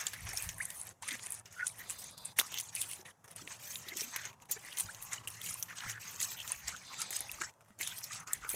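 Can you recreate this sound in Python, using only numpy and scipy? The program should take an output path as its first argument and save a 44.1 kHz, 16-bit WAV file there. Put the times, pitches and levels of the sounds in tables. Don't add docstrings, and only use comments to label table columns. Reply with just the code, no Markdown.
import sys
import numpy as np
from scipy import signal
from scipy.fft import rfft, irfft
from scipy.io import wavfile
from scipy.ndimage import uniform_filter1d, minimum_filter1d

SR = 44100
rng = np.random.default_rng(int(sys.argv[2]) if len(sys.argv) > 2 else 0)


def store_wav(level_fs):
    pcm = np.round(np.clip(np.atleast_2d(level_fs), -1, 1) * 32767)
    wavfile.write(sys.argv[1], SR, pcm.T.astype(np.int16))


N = 377055


def gain_of(db):
    return 10 ** (np.asarray(db) / 20)


def evened(x):
    return x / np.sqrt(np.mean(x ** 2) + 1e-20)


def read(points, at):
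    hz, db = np.transpose(points)
    return np.interp(np.log(at + 1), np.log(hz + 1), db)


def add(mix, s, sound):
    part = mix[max(round(s * SR), 0):][:len(sound)]
    part += sound[:len(part)]


def coloured(x, spectrum):
    hz = np.fft.rfftfreq(len(x), 1 / SR)
    return evened(irfft(rfft(x) * gain_of(read(spectrum, hz)), len(x)))


def resonate(x, hz, width):
    turn = np.exp(2j * np.pi * hz * np.arange(len(x)) / SR)
    r = np.exp(-np.pi * width / SR)
    smooth = signal.lfilter([(1 - r) ** 2], [1, -2 * r, r * r], x / turn)
    return 2 * (turn * smooth).real


def patchy(spectrum, patchy_db, flicker_db, size):
    hop = size // 4
    frames, hz = N // hop + 5, np.fft.rfftfreq(size, 1 / SR)
    real, imaginary, narrow, wide = rng.standard_normal((frames, len(hz), 4)).T
    narrow = evened(uniform_filter1d(uniform_filter1d(narrow, size=2, axis=0), size=30, axis=1))
    wide = evened(uniform_filter1d(uniform_filter1d(wide, size=9, axis=0), size=20, axis=1))
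    flicker = evened(uniform_filter1d(rng.standard_normal(frames), size=5))
    level_db = read(spectrum, hz)[:, None] + patchy_db * (narrow + 0.88 * wide) + flicker_db * flicker
    spectrogram = (real + 1j * imaginary) * gain_of(level_db)
    return evened(signal.istft(spectrogram, nperseg=size, noverlap=size - hop)[1][:N])


# (frequency [Hz], relative level per Hz [dB])
YARD = [(18, -38), (30, -11), (43, -52.5), (107, 6.5), (314, -7), (978, -0.5), (1940, -12), (2740, -16.5),
        (4640, -21.5), (5590, -13), (9730, -17), (14800, -23.5), (16500, -35)]
YARD_DB = -61
# (frequency [Hz], relative level per Hz [dB])
PUFF = [(12, -41.5), (20, -20), (65, 3.5), (100, -5), (130, -43.5), (220, -120)]
# (frequency [Hz], width of one pass [Hz], relative level [dB])
HUM = [(95, 16, 0), (109, 13, 3), (165, 19, -3.5)]
# (time [s], wind rumble on the microphone [dB], distant hum [dB])
LOWS = [(0.0, -73, -63), (0.07, -84, -70), (0.26, -51.5, -52), (0.4, -58, -67), (0.45, -49.5, -52.5),
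        (0.76, -79, -68), (4.64, -78, -68.5), (4.81, -80, -77), (4.86, -65, -46), (4.9, -70, -64),
        (5.69, -83, -61.5), (5.83, -87, -69), (5.86, -69, -55), (6.12, -89, -64), (6.43, -68, -65.5),
        (7.0, -79, -72.5), (7.48, -60, -65.5), (7.52, -87, -74), (7.67, -82, -66.5), (8.55, -70, -71)]


def background():
    s, wind_db, hum_db = np.transpose(LOWS)
    t, x = np.arange(N) / SR, rng.standard_normal(N)
    hum = evened(sum(gain_of(db) * evened(resonate(x, hz, width)) for hz, width, db in HUM))
    wind = patchy(PUFF, 4.5, 2.1, size=2048)
    lows = gain_of(np.interp(t, s, wind_db)) * wind + gain_of(np.interp(t, s, hum_db)) * hum
    yard = gain_of(YARD_DB) * patchy(YARD, 2.3, 0.73, size=1024)
    return yard + lows


# (start [s], end [s], fizz level [dB], then relative to it: suck, strongest near 2 kHz and again
#  near 6.5 kHz [dB], spray near 10 kHz [dB], mist above 12 kHz [dB])
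TRAMPLING = [(0, 0.554, -54.5, 3.5, -3, -7), (0.557, 0.914, -64.5, 2, 6, -5),
             (1.022, 1.403, -54, -2, -3, -15), (1.461, 1.495, -66, 4, -8, -11),
             (1.527, 1.762, -61, 1, 0, -6), (1.733, 2.129, -63, 3.5, 1.5, -9),
             (2.173, 2.35, -66.5, -11, 2, -1), (2.364, 2.705, -53, -9, -11, -14),
             (2.726, 3.017, -54.5, 0.5, -8, -7), (3.052, 3.113, -68, 14.5, 4, -9),
             (3.24, 3.46, -71, 5.5, 3.5, -3), (3.469, 3.602, -61, 2, 2, -8),
             (3.596, 4.307, -53, -1.5, -11, -9), (4.489, 4.99, -56, 0, -5.5, -13),
             (4.981, 5.262, -56.5, 1, -11, -16), (5.275, 5.678, -54.5, -1, -4, -13),
             (5.683, 5.993, -61.5, 9.5, -7, -6), (5.997, 6.607, -52, -0.5, -10, -2.5),
             (6.596, 7.5, -57, 3.5, -10, -14.5), (7.793, 8.241, -56, 0, -9, -12),
             (8.271, 8.555, -60.5, 5.5, -8, -11)]
# (start [s], length [s], fizz level [dB], then relative to it: suck [dB], spray [dB], mist [dB])
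SQUELCHES = [(0.0, 0.0083, -43, 10, -6, -10), (0.065, 0.014, -45.5, -1, -10, -4),
             (0.12, 0.125, -70, 6, -13, -8), (0.277, 0.025, -50.5, 4, -4, -18),
             (0.364, 0.087, -46, -0.5, 0.5, -2), (0.602, 0.024, -64, 15, 13, -4),
             (0.621, 0.05, -57.5, 2, 11, -11), (0.686, 0.042, -54.5, -13, 8, -1),
             (0.741, 0.041, -54.5, -9, 4.5, 2), (0.796, 0.036, -64.5, 6, 17.5, -7),
             (0.861, 0.028, -53.5, 1, -2, -14), (1.025, 0.013, -52.5, 5, 0, -19),
             (1.078, 0.064, -47, 2, -2, -19), (1.252, 0.016, -53, -12, 8, -11),
             (1.297, 0.055, -60.5, -13, 9, -14), (1.454, 0.057, -60.5, 0.5, -14, -14),
             (1.579, 0.022, -74, 19, -8, -12), (1.659, 0.028, -49, -2.5, 5.5, -18),
             (1.791, 0.02, -55, 1.5, -1, 5), (1.899, 0.025, -49, -0.5, 3, -4),
             (1.989, 0.041, -53, -9, -0.5, 4), (2.045, 0.058, -53.5, -12.5, -6, -21),
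             (2.178, 0.043, -71, -9, -6, 3), (2.254, 0.017, -53.5, -4, 4, -26),
             (2.391, 0.008, -40.5, 2, -5, -3), (2.459, 0.02, -56, 0, 1, -5),
             (2.519, 0.045, -50.5, 1.5, -8, -2.5), (2.589, 0.018, -50.5, 0, 1, -2),
             (2.656, 0.038, -57.5, -13, -4, -12), (2.759, 0.08, -49, -15, 8.5, -3),
             (2.891, 0.057, -58, -12, 13, 3), (3.058, 0.034, -69, 10, 10.5, -10),
             (3.27, 0.022, -77, -1, -4, -10), (3.302, 0.033, -67, 7, -1, -1),
             (3.367, 0.055, -52, -2.5, -3.5, -12), (3.5, 0.045, -51, 1, -10, -12),
             (3.634, 0.13, -50.5, -26, 1, 0), (3.973, 0.064, -42.5, -4.5, -11, -3),
             (4.138, 0.055, -60.5, 14.5, -11, -13), (4.245, 0.031, -58, 10.5, -11, -18),
             (4.417, 0.017, -65.5, 1, -6, -12), (4.512, 0.015, -44.5, -17, -13, -13),
             (4.654, 0.13, -57.5, 4.5, -0.5, -4), (4.784, 0.032, -45.5, -2, 5.5, 1),
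             (4.864, 0.09, -58.5, -2, 1, -3), (5.021, 0.03, -55.5, -15, 4.5, 2),
             (5.123, 0.021, -41.5, -1, -13, -17), (5.273, 0.077, -56.5, -9, -8, -5),
             (5.434, 0.076, -47, -12, 0, -3), (5.52, 0.031, -60.5, 2, 4, -4), (5.577, 0.057, -63, 1, 1, 14),
             (5.685, 0.018, -61, 12.5, -2, 1), (5.774, 0.13, -49, -0.5, -9, -12),
             (5.893, 0.017, -47, 2.5, -4, -8), (6.011, 0.1, -55.5, 3.5, -8, -2),
             (6.201, 0.037, -39, -8, -6, -7), (6.253, 0.029, -49, -16, -6, -8),
             (6.296, 0.031, -47, -12, -14, -7), (6.489, 0.039, -46.5, 2.5, -5, -11),
             (6.675, 0.027, -42.5, -3, -6.5, -18), (6.834, 0.043, -66, 1, -17, -19),
             (6.912, 0.057, -54.5, -1, -19, -20), (6.994, 0.024, -41, -2, -6.5, -23),
             (7.129, 0.04, -41.5, -7.5, -4, -5), (7.254, 0.11, -54, -9, -8, -13),
             (7.333, 0.029, -53, -5, -9, -15), (7.411, 0.018, -43.5, -8, -7, -23),
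             (7.643, 0.029, -72, -1, 1, -1), (7.678, 0.055, -71, 6.5, 0, -6),
             (7.806, 0.032, -44, -2.5, -3, -6), (7.867, 0.064, -51, 1, -9, -2),
             (7.964, 0.029, -53, -11, 0, 2), (8.032, 0.042, -52.5, -12, -5, -6),
             (8.118, 0.044, -44.5, 0, -9, -20), (8.271, 0.023, -50.5, -7, -13, -17),
             (8.326, 0.016, -55.5, 0, 5, -1), (8.416, 0.036, -66, 5, -4, -13),
             (8.495, 0.067, -48, 1, 4.5, 5)]
RISE_DB_PER_S, SAG_DB, RELEASE_DB_PER_S = 901.5, -1.5, 347.5
CALM_S, CALM_DB = 0.11, -4
SETTLED_DB = -81.5


def activity():
    t, power = np.arange(0, N + 64, 64) / SR, 0
    for start, end, fizz_db, *others_db in TRAMPLING:
        levels_db = fizz_db + np.c_[[0, *others_db]]
        calm_db = CALM_DB * np.clip(1 - (end - t) / CALM_S, 0, 1)
        power = power + gain_of(levels_db + calm_db) ** 2 * ((t >= start) & (t <= end))
    for start, length, fizz_db, *others_db in SQUELCHES:
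        levels_db = fizz_db + np.c_[[0, *others_db]]
        rise_db = RISE_DB_PER_S * np.minimum(t - start, 0)
        sag_db = SAG_DB * (np.clip((t - start) / length, 0, 1) - .5)
        release_db = -RELEASE_DB_PER_S * np.maximum(t - start - length, 0)
        began = max(row[0] for row in TRAMPLING if row[0] <= start + .01)
        power = power + gain_of(levels_db + rise_db + sag_db + release_db) ** 2 * (t >= began)
    level = np.sqrt(uniform_filter1d(power, size=4) + gain_of(SETTLED_DB) ** 2)
    return [np.interp(np.arange(N) / SR, t, row) for row in level]


def pops(lo_hz, hi_hz, per_s, spread_db, cycles):
    draw, size, kind = rng.random(N), rng.exponential(1, N), rng.integers(0, 24, N)
    snaps = gain_of(spread_db * np.minimum(size, 5)) * (draw < per_s / SR)
    out = np.zeros(N)
    for k, hz in enumerate(np.geomspace(lo_hz, hi_hz, 24)):
        u = np.arange(0, 4 * cycles, hz / SR) / cycles
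        wavelet = u ** .5 * np.exp(-2.5 * u) * np.sin(2 * np.pi * cycles * u)
        out += signal.oaconvolve(snaps * (kind == k), wavelet)[:N]
    return out


# (frequency [Hz], relative level per Hz [dB])
SUCK = [(290, -49.5), (500, -21), (935, -5), (1120, -5), (1360, -5), (1490, -3), (1910, 4.5), (5000, -15.5),
        (6500, 1.5), (11000, -120)]
FIZZ = [(1470, -4), (2500, -23), (3000, 0), (4050, 8), (5040, 10.5), (6350, 17.5), (8390, 13.5),
        (9000, -56.5), (11700, -87.5), (19800, -120)]
SPRAY = [(4410, -44.5), (7500, 1.5), (9570, 13.5), (11600, 0.5), (12000, -7), (15600, -34), (22000, -120)]
MIST = [(6760, -36.5), (11500, -2), (13000, 5.5), (15300, -1), (15800, -12), (16200, -30.5), (16500, -31)]
PATCHES_DB = 3.3


def churn():
    suck = patchy(SUCK, PATCHES_DB, 2.6, size=384) + gain_of(-9.0) * evened(pops(1227, 3400, 300, 5.1, 9.8))
    fizz = patchy(FIZZ, PATCHES_DB, 3.9, size=384) + gain_of(-7.5) * evened(pops(2400, 8000, 600, 2.6, 26.0))
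    spray = patchy(SPRAY, PATCHES_DB, 3.3, size=384) + gain_of(-3) * evened(pops(7800, 11500, 480, 10.0, 7.9))
    mist = patchy(MIST, 2.5, 3.3, size=384)
    layers = [(fizz, -2.5), (suck, -4), (spray, -3), (mist, -3)]
    return sum(x * gain_of(trim_db) * level for (x, trim_db), level in zip(layers, activity()))


# (time [s], peak level [dB], ringing pocket [Hz], wet body [dB], middle [dB], spray [dB], mist [dB],
#  splatter relative to the snap's noise [dB])
SMACKS = [(0.0675, -18, 7400, -24, -12, -16, -34, -10), (0.1338, -30, 1670, -6, -8, -8, -20, 1),
          (0.2684, -35, 2000, -6, -21, -32, -37, -2), (0.2907, -27.5, 5600, -7, -27, -13, -27, -3),
          (0.3326, -32, 2030, -13, -25, -1, -20, 1), (0.3734, -20, 5550, -29, -24, -14, -37, -14),
          (0.49, -25.5, 6240, -22, -21, -29, -35, -2), (0.5816, -31, 1830, -15, -38, -4, -22, 9),
          (0.63, -34, 9540, -11, -32, -6, -23, -5), (0.6537, -24.5, 10000, -33, -34, -15, -35, -10),
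          (0.7034, -29.5, 9000, -18, -20, -13, -27, -5), (1.0233, -34, 7310, -23, -17, -8, -32, -7),
          (1.0837, -21.5, 2080, -12, -14.5, -11, -44, 8), (1.1084, -30, 2240, -18, -8, -23, -39, 2),
          (1.1484, -29, 2220, -4, -10, -9, -39, -6), (1.1932, -33, 3320, -4, -11, -25, -27, -4),
          (1.2366, -34, 9340, -25, -28, -4, -29, -2), (1.2626, -27.5, 9400, -14.5, -28, -20, -47, -6),
          (1.3047, -30, 10500, -28, -34, 3, -22, -12), (1.3217, -22.5, 9260, -42, -46, -6, -29, -4),
          (1.342, -33, 9400, -28, -29, -9, -35, -9), (1.4563, -38, 5600, -21, -26, -44, -40, 0),
          (1.525, -40, 5570, -13, -29, -17, -30, -9), (1.6679, -19, 8900, -41, -28, -25, -59, -7),
          (1.7933, -39, 2040, -19, -7, -15, -20, -1), (1.9, -30, 10400, -7, -27, -11, -22, -14),
          (1.9091, -25.5, 9000, -29, -21, -21, -29, -23), (2.1786, -38, 4600, -34, -21, -15, -30, -3),
          (2.2525, -24, 8360, -32, -29, -1, -57, 0), (2.387, -16, 9750, -25, -26, -6, -7, -5),
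          (2.3895, -9, 2030, -7, -21, -16, -16, -9), (2.3933, -13, 9720, -10, -10, -14, -22, -1),
          (2.3979, -11, 3610, -18, -16, -27, -22, -16), (2.4014, -28, 9910, -14, -8, -12, -18, -17),
          (2.4128, -22, 1390, -12, -20, -17, -20, -9), (2.5182, -29, 6700, 0, -13, -17, -18, 4),
          (2.5421, -22.5, 3100, -41, -24, -21, -31, -17), (2.575, -27.5, 3020, -22, -2, -27, -27, -9),
          (2.585, -27, 6100, -23, -5, -27, -20, -6), (2.5997, -21.5, 9600, -27, -22, -28, -25, -2),
          (2.7516, -21, 9200, -14, -18, 0, -33, -18), (2.7624, -26, 8730, -17, 2, -18, -23, -10.5),
          (2.814, -20.5, 8730, -33, -15, -13, -27, -6), (2.9122, -29, 9400, -20, -8, -4, -19, -7),
          (2.9338, -27, 9600, -22, -2, -7, -29, -24), (3.064, -43.5, 3030, 0, -22.5, -13, -30, -8),
          (3.243, -43, 1290, -18, -24.5, -17, -26, -10.5), (3.257, -49, 1510, -13, -21, -16, -21, -11),
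          (3.2785, -43, 5610, -2, -19, -15, -29, -2), (3.3088, -38, 9810, -22, -15, -10, -30, 5),
          (3.3617, -31, 8800, -26, -26, -3, -33, -4), (3.475, -28.5, 2330, 8.5, 1.5, -30, -40, -12.5),
          (3.757, -27.5, 3620, -20, -2, -30, -23, -21), (3.8844, -31.5, 3930, -10, -4, -12, -16, 7),
          (3.9699, -23.5, 7050, -24, -15, -12.5, -25, -13), (4.0084, -20.5, 5640, -23, -15, -14, -39, -4.5),
          (4.1616, -20.5, 2080, -23, -18, -20, -26, -9), (4.253, -28, 6440, -17, -27, -32, -48, -8),
          (4.3301, -43, 2354, -12, -17, -23, -31, -9), (4.4014, -42.5, 2280, -23, -19, -17, -28, -18),
          (4.421, -43, 7160, -14, -17, -22, -25, -8), (4.453, -44, 9660, -14, -15, -22, -23, 3),
          (4.4972, -39.5, 6760, -30, -31, -10, -2, -9), (4.5122, -18, 9900, -26, -26, -7, -3, -7),
          (4.5204, -21.5, 6970, -37, -16, -21, -9, 0), (4.7247, -31, 3130, -10, -2, -13, -21, -2),
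          (4.772, -28, 6540, -15, -4, -16, -20, -4), (4.7983, -19.5, 9800, -22, -17, -11, -23, -3),
          (4.9472, -33, 6370, -17, -11, -25, -22, -12), (5.0247, -29.5, 9700, -26, -29, -16, -25, -9),
          (5.1318, -22.5, 6500, -15, -26, -13, -50, -8), (5.2742, -25.5, 2900, -29, -30, -10, -29, 0),
          (5.303, -36, 9840, -20, -28, -9, -16, -9), (5.4161, -29.5, 3400, -20, -20, -13, -17, -8),
          (5.4434, -32, 2280, -25, -23, -9, -10, -9), (5.463, -27.5, 2940, -18, -18, -9, -13, -4),
          (5.5417, -26, 8700, -39.5, -22, -4, -22, -19), (5.6265, -20.5, 6130, -22, -13, -6, -14, -13),
          (5.7833, -31.5, 6500, -22, -8, -29, -39, -7), (5.8052, -32, 2900, -5, -2, -25, -32, -1),
          (5.898, -28.5, 1870, -17, -17, -26, -25, -7), (6.2026, -24, 7010, -34, -18, -25, -30, -12),
          (6.2143, -27.5, 2100, -23, -11, -17, -24, -9), (6.315, -30, 2030, -21, -12, -20, -29, 8),
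          (6.4015, -31.5, 2940, -16, -19, -23, -33, -14), (6.4773, -26.5, 7100, -20, -13, -20, -29, -18),
          (6.5191, -17.5, 9070, -32, -40, 2, -28, -21), (6.6807, -21.5, 5630, -29, -33, -27, -43, 4),
          (6.764, -34, 6900, -34, -16, -22, -42, -11), (6.9336, -33, 2240, -10, -24, -34, -41, -3),
          (7.017, -19.5, 5000, -34, -25, -21, -45, -5), (7.1062, -27, 7150, -7, -30, -9, -18, -1),
          (7.1285, -30, 7180, 2, -20, -11, -17, -7), (7.1646, -20.5, 8160, -43, -34, -17, -30, -11),
          (7.1913, -29, 8650, -24, -27, -6, -23, -16), (7.206, -23, 10800, -10, -36, -9, -32, -9.5),
          (7.3154, -27, 11350, -30, -11, -14, -18, -17), (7.4132, -20, 1430, -15.5, -32, -36, -47, -5),
          (7.5373, -44, 1950, -15, -21, -17, -31, 1), (7.608, -41.5, 1410, -8, -28, -22, -32, -10.5),
          (7.648, -46, 1860, -9.5, -26, -21, -21, -4), (7.6605, -43, 1540, -16, -29, -18, -29, -13),
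          (7.6839, -44, 1200, -9, -15, -14, -27, -9.5), (7.7057, -42, 1390, 0, -19, -13.5, -27, -12),
          (7.7894, -37, 6700, -14, -25, -12, -19, -10), (7.8112, -21.5, 2210, -12, -33, -15, -17, -5),
          (7.8294, -27, 7240, -19, -3, -21, -31, -1), (7.874, -22.5, 10400, -23, -23, -27, -39, -3),
          (7.9823, -29.5, 11900, -35, -4, -10, -14, -6), (8.0407, -28.5, 4500, -32, -23, -9, -12, -1),
          (8.1299, -35, 2300, -26, -10, -16, -31, -1), (8.2028, -35.5, 10000, -22, -25, -7, -29, -16),
          (8.2748, -34, 1390, -15, -37, -42, -44, -6), (8.3325, -17, 7720, -38, -25, -10, -23, -10.5),
          (8.4471, -33, 1460, -2, -45, -33, -38, -9), (8.4916, -22.5, 9700, -29, -11, -6, -16, -6.5)]
SNAP_T60_S, SPLATTER_T60_S = 0.006, 0.041


def smacks():
    out, t = np.zeros(N), np.arange(4096) / SR
    noise = rng.standard_normal((len(SMACKS), 2, 4096))
    for smack, (x, lumps) in zip(SMACKS, noise):
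        s, peak_db, hz, body_db, middle_db, spray_db, mist_db, splatter_db = smack
        colour = [(350, body_db - 8), (1200, body_db - 8), (2400, body_db + 2.0),
                  (3200, middle_db + 6.0), (4900, middle_db - 1.0), (6800, -12.0),
                  (9500, spray_db + 4.5), (14500, mist_db + 11.5), (17000, mist_db - 28)]
        wet = coloured(x, colour) + gain_of(-5) * evened(resonate(x, hz, 0.2 * hz))
        lumps_db = 6.57 * evened(uniform_filter1d(lumps, size=60))
        splatter = wet * gain_of(splatter_db - 60 * t / SPLATTER_T60_S + lumps_db)
        ring = 1.73 * np.sin(2 * np.pi * hz * t)
        snap = (wet + ring) * gain_of(-60 * t / SNAP_T60_S) * np.minimum(t / 0.00015, 1)
        burst = snap + splatter * np.minimum(t / 0.0017, 1)
        add(out, s, gain_of(peak_db) * burst / abs(burst).max())
    return signal.lfilter(*signal.butter(3, 300, "high", fs=SR), out)


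# (time [s], length [s], pocket [Hz], width of one pass [Hz], rms level before fading [dB])
GURGLES = [(0.127, 0.05, 1930, 370, -50), (0.357, 0.2, 1770, 277.8, -58), (0.631, 0.15, 1930, 400, -58.5),
           (1.086, 0.075, 2070, 260, -47.5), (1.101, 0.066, 262, 90, -57),
           (1.552, 0.12, 1468, 98.15, -41.5), (1.58, 0.063, 1780, 324, -45),
           (1.592, .036, 1980, 324.1, -41.5), (1.788, 0.04, 1950, 370.4, -49.5),
           (2.415, 0.056, 1200, 278, -53.5), (2.521, 0.071, 3030, 700, -49),
           (2.741, 0.07, 2460, 555.6, -49), (2.816, 0.038, 3070, 972, -49.5),
           (2.878, 0.068, 2870, 972, -54.5), (3.401, 0.081, 250, 201, -61), (3.85, 0.24, 307.5, 200, -71),
           (3.91, 0.036, 2110, 250, -48), (3.917, 0.023, 1650, 140, -54), (4.13, 0.17, 1650, 410, -53.5),
           (4.617, 0.095, 2030, 610, -53.5), (4.947, 0.46, 1130, 352, -61), (5.432, 0.11, 2200, 400, -55),
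           (5.698, 0.043, 1890, 700, -53), (5.776, 0.25, 1710, 540, -52), (5.945, 0.048, 1620, 324, -50.5),
           (5.956, 0.45, 1160, 300, -63), (6.361, 0.074, 3090, 580, -47), (6.485, 0.044, 2480, 1200, -60),
           (6.712, 0.055, 1420, 270, -50), (6.895, .061, 1090, 270, -54),
           (6.973, 0.081, 1344, 185.2, -51.5), (6.998, 0.32, 750, 298, -60.5),
           (7.403, 0.057, 1570, 500, -43.5), (7.835, .11, 3430, 700, -48), (8.092, 0.084, 1900, 350, -67),
           (8.097, 0.24, 1241, 437.4, -57.5), (8.269, 0.073, 1330, 350, -52.5),
           (8.289, 0.084, 1870, 400, -53), (8.414, 0.08, 1400, 400, -49), (8.425, 0.052, 2120, 500, -59)]


def gurgles():
    out = np.zeros(N)
    noise = rng.standard_normal((len(GURGLES), 2, SR // 2))
    for (s, length, hz, width, db), (x, lumps) in zip(GURGLES, noise):
        n = round(length * SR)
        lumpy = x * gain_of(2.97 * evened(uniform_filter1d(lumps, size=150)))
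        ringing = evened(resonate(lumpy, hz, width)[-n:])
        add(out, s, gain_of(db) * ringing * signal.windows.tukey(n, .6))
    return out


# (time [s], peak level [dB], start pitch [Hz], end pitch [Hz], length [s])
BUBBLES = [(0.334, -45.5, 820, 656, 0.018), (0.601, -30.5, 1460, 2610, .02),
           (1.066, -45.5, 1200, 1330, 0.016), (4.559, -51, 1750, 1780, 0.026),
           (4.562, -49, 410, 456, 0.022), (4.563, -52, 2260, 2330, 0.018), (4.714, -48.5, 2590, 4220, .016),
           (4.887, -41, 1260, 1960, 0.022), (5.178, -42, 2920, 3000, 0.011),
           (5.273, -38, 2650, 3220, 0.0055), (5.412, -44, 3420, 3700, 0.0092),
           (5.555, -46.5, 970, 1200, 0.0089), (5.704, -43.5, 1360, 1750, 0.012),
           (7.293, -36, 2350, 3020, 0.0086), (7.816, -44, 2040, 2300, 0.013),
           (8.107, -44, 1190, 1290, 0.013), (8.543, -34, 470, 506, 0.0034)]


def bubbles():
    out = np.zeros(N)
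    for s, peak_db, start_hz, end_hz, length in BUBBLES:
        u = np.linspace(0, 1, round(length * SR))
        turns = np.cumsum(start_hz + (end_hz - start_hz) * u) / SR
        swell = np.sin(np.pi * u ** 0.66) ** 1.56
        add(out, s, gain_of(peak_db) * swell * np.sin(2 * np.pi * turns))
    return out


# (time [s], length [s], rms level before fading [dB])
SIGHS = [(1.787, 0.47, -60.5), (2.175, .165, -58.5), (3.955, 0.37, -61), (6.801, .5, -54)]
# (frequency [Hz], width of one pass [Hz], relative level [dB])
SIGH = [(3600, 610, -2.5), (4130, 570, -3), (4830, 710, -5)]


def sighs():
    out = np.zeros(N)
    for (s, length, db), x in zip(SIGHS, rng.standard_normal((len(SIGHS), SR))):
        n = round(length * SR)
        air = sum(gain_of(peak_db) * resonate(resonate(x, hz, width), hz, width) for hz, width, peak_db in SIGH)
        add(out, s, gain_of(db) * evened(air[-n:]) * signal.windows.tukey(n, .4))
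    return out


# (time [s], level before decay [dB], pitch [Hz], t60 [s])
THUDS = [(2.389, -58, 304, 0.091), (2.993, -51.5, 370, 0.087), (3.867, -52, 366.7, 0.069),
         (3.921, -49.5, 360, 0.099), (3.959, -46, 353, 0.061), (4.018, -40.5, 420, 0.024),
         (4.041, -52, 237, 0.13), (4.075, -51.5, 254, .08), (4.505, -51, 454, 0.045),
         (4.849, -47, 95, 0.18), (5.865, -39.5, 152, 0.059), (7.407, -49, 348, 0.12),
         (7.705, -46, 204, 0.072), (7.802, -51, 336, 0.052), (8.537, -44, 298, 0.095)]


def thuds():
    out, t = np.zeros(N), np.arange(8192) / SR
    for s, level_db, hz, t60 in THUDS:
        decay = gain_of(level_db - 60 * t / t60) * np.minimum(t / 0.00067, 1)
        add(out, s, decay * np.sin(2 * np.pi * hz * t))
    return out


def scene():
    return (background() + churn() + smacks() + gurgles() + bubbles() + sighs() + thuds())[None]


GATE_DB, KNEE_DB = -59.5, 2.5
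EDGE_HZ = 16550


def record(dry):
    bass = signal.filtfilt(*signal.butter(1, 2200, fs=SR), dry)
    treble = dry - bass
    power_db = 10 * np.log10(abs(uniform_filter1d(treble ** 2, size=700)) + 1e-12)
    quiet = np.clip((GATE_DB - power_db) / KNEE_DB, 0, 1)
    held = minimum_filter1d(quiet, size=481, origin=240)
    shut = uniform_filter1d(held, size=260)
    gated = bass * gain_of(-7 * shut) + treble * gain_of(-11 * shut)
    band_limit = signal.firwin(511, EDGE_HZ, window=("kaiser", 9), fs=SR)
    return signal.oaconvolve(gated, band_limit[None], "same")


dry = scene()
out = record(dry)
store_wav(out)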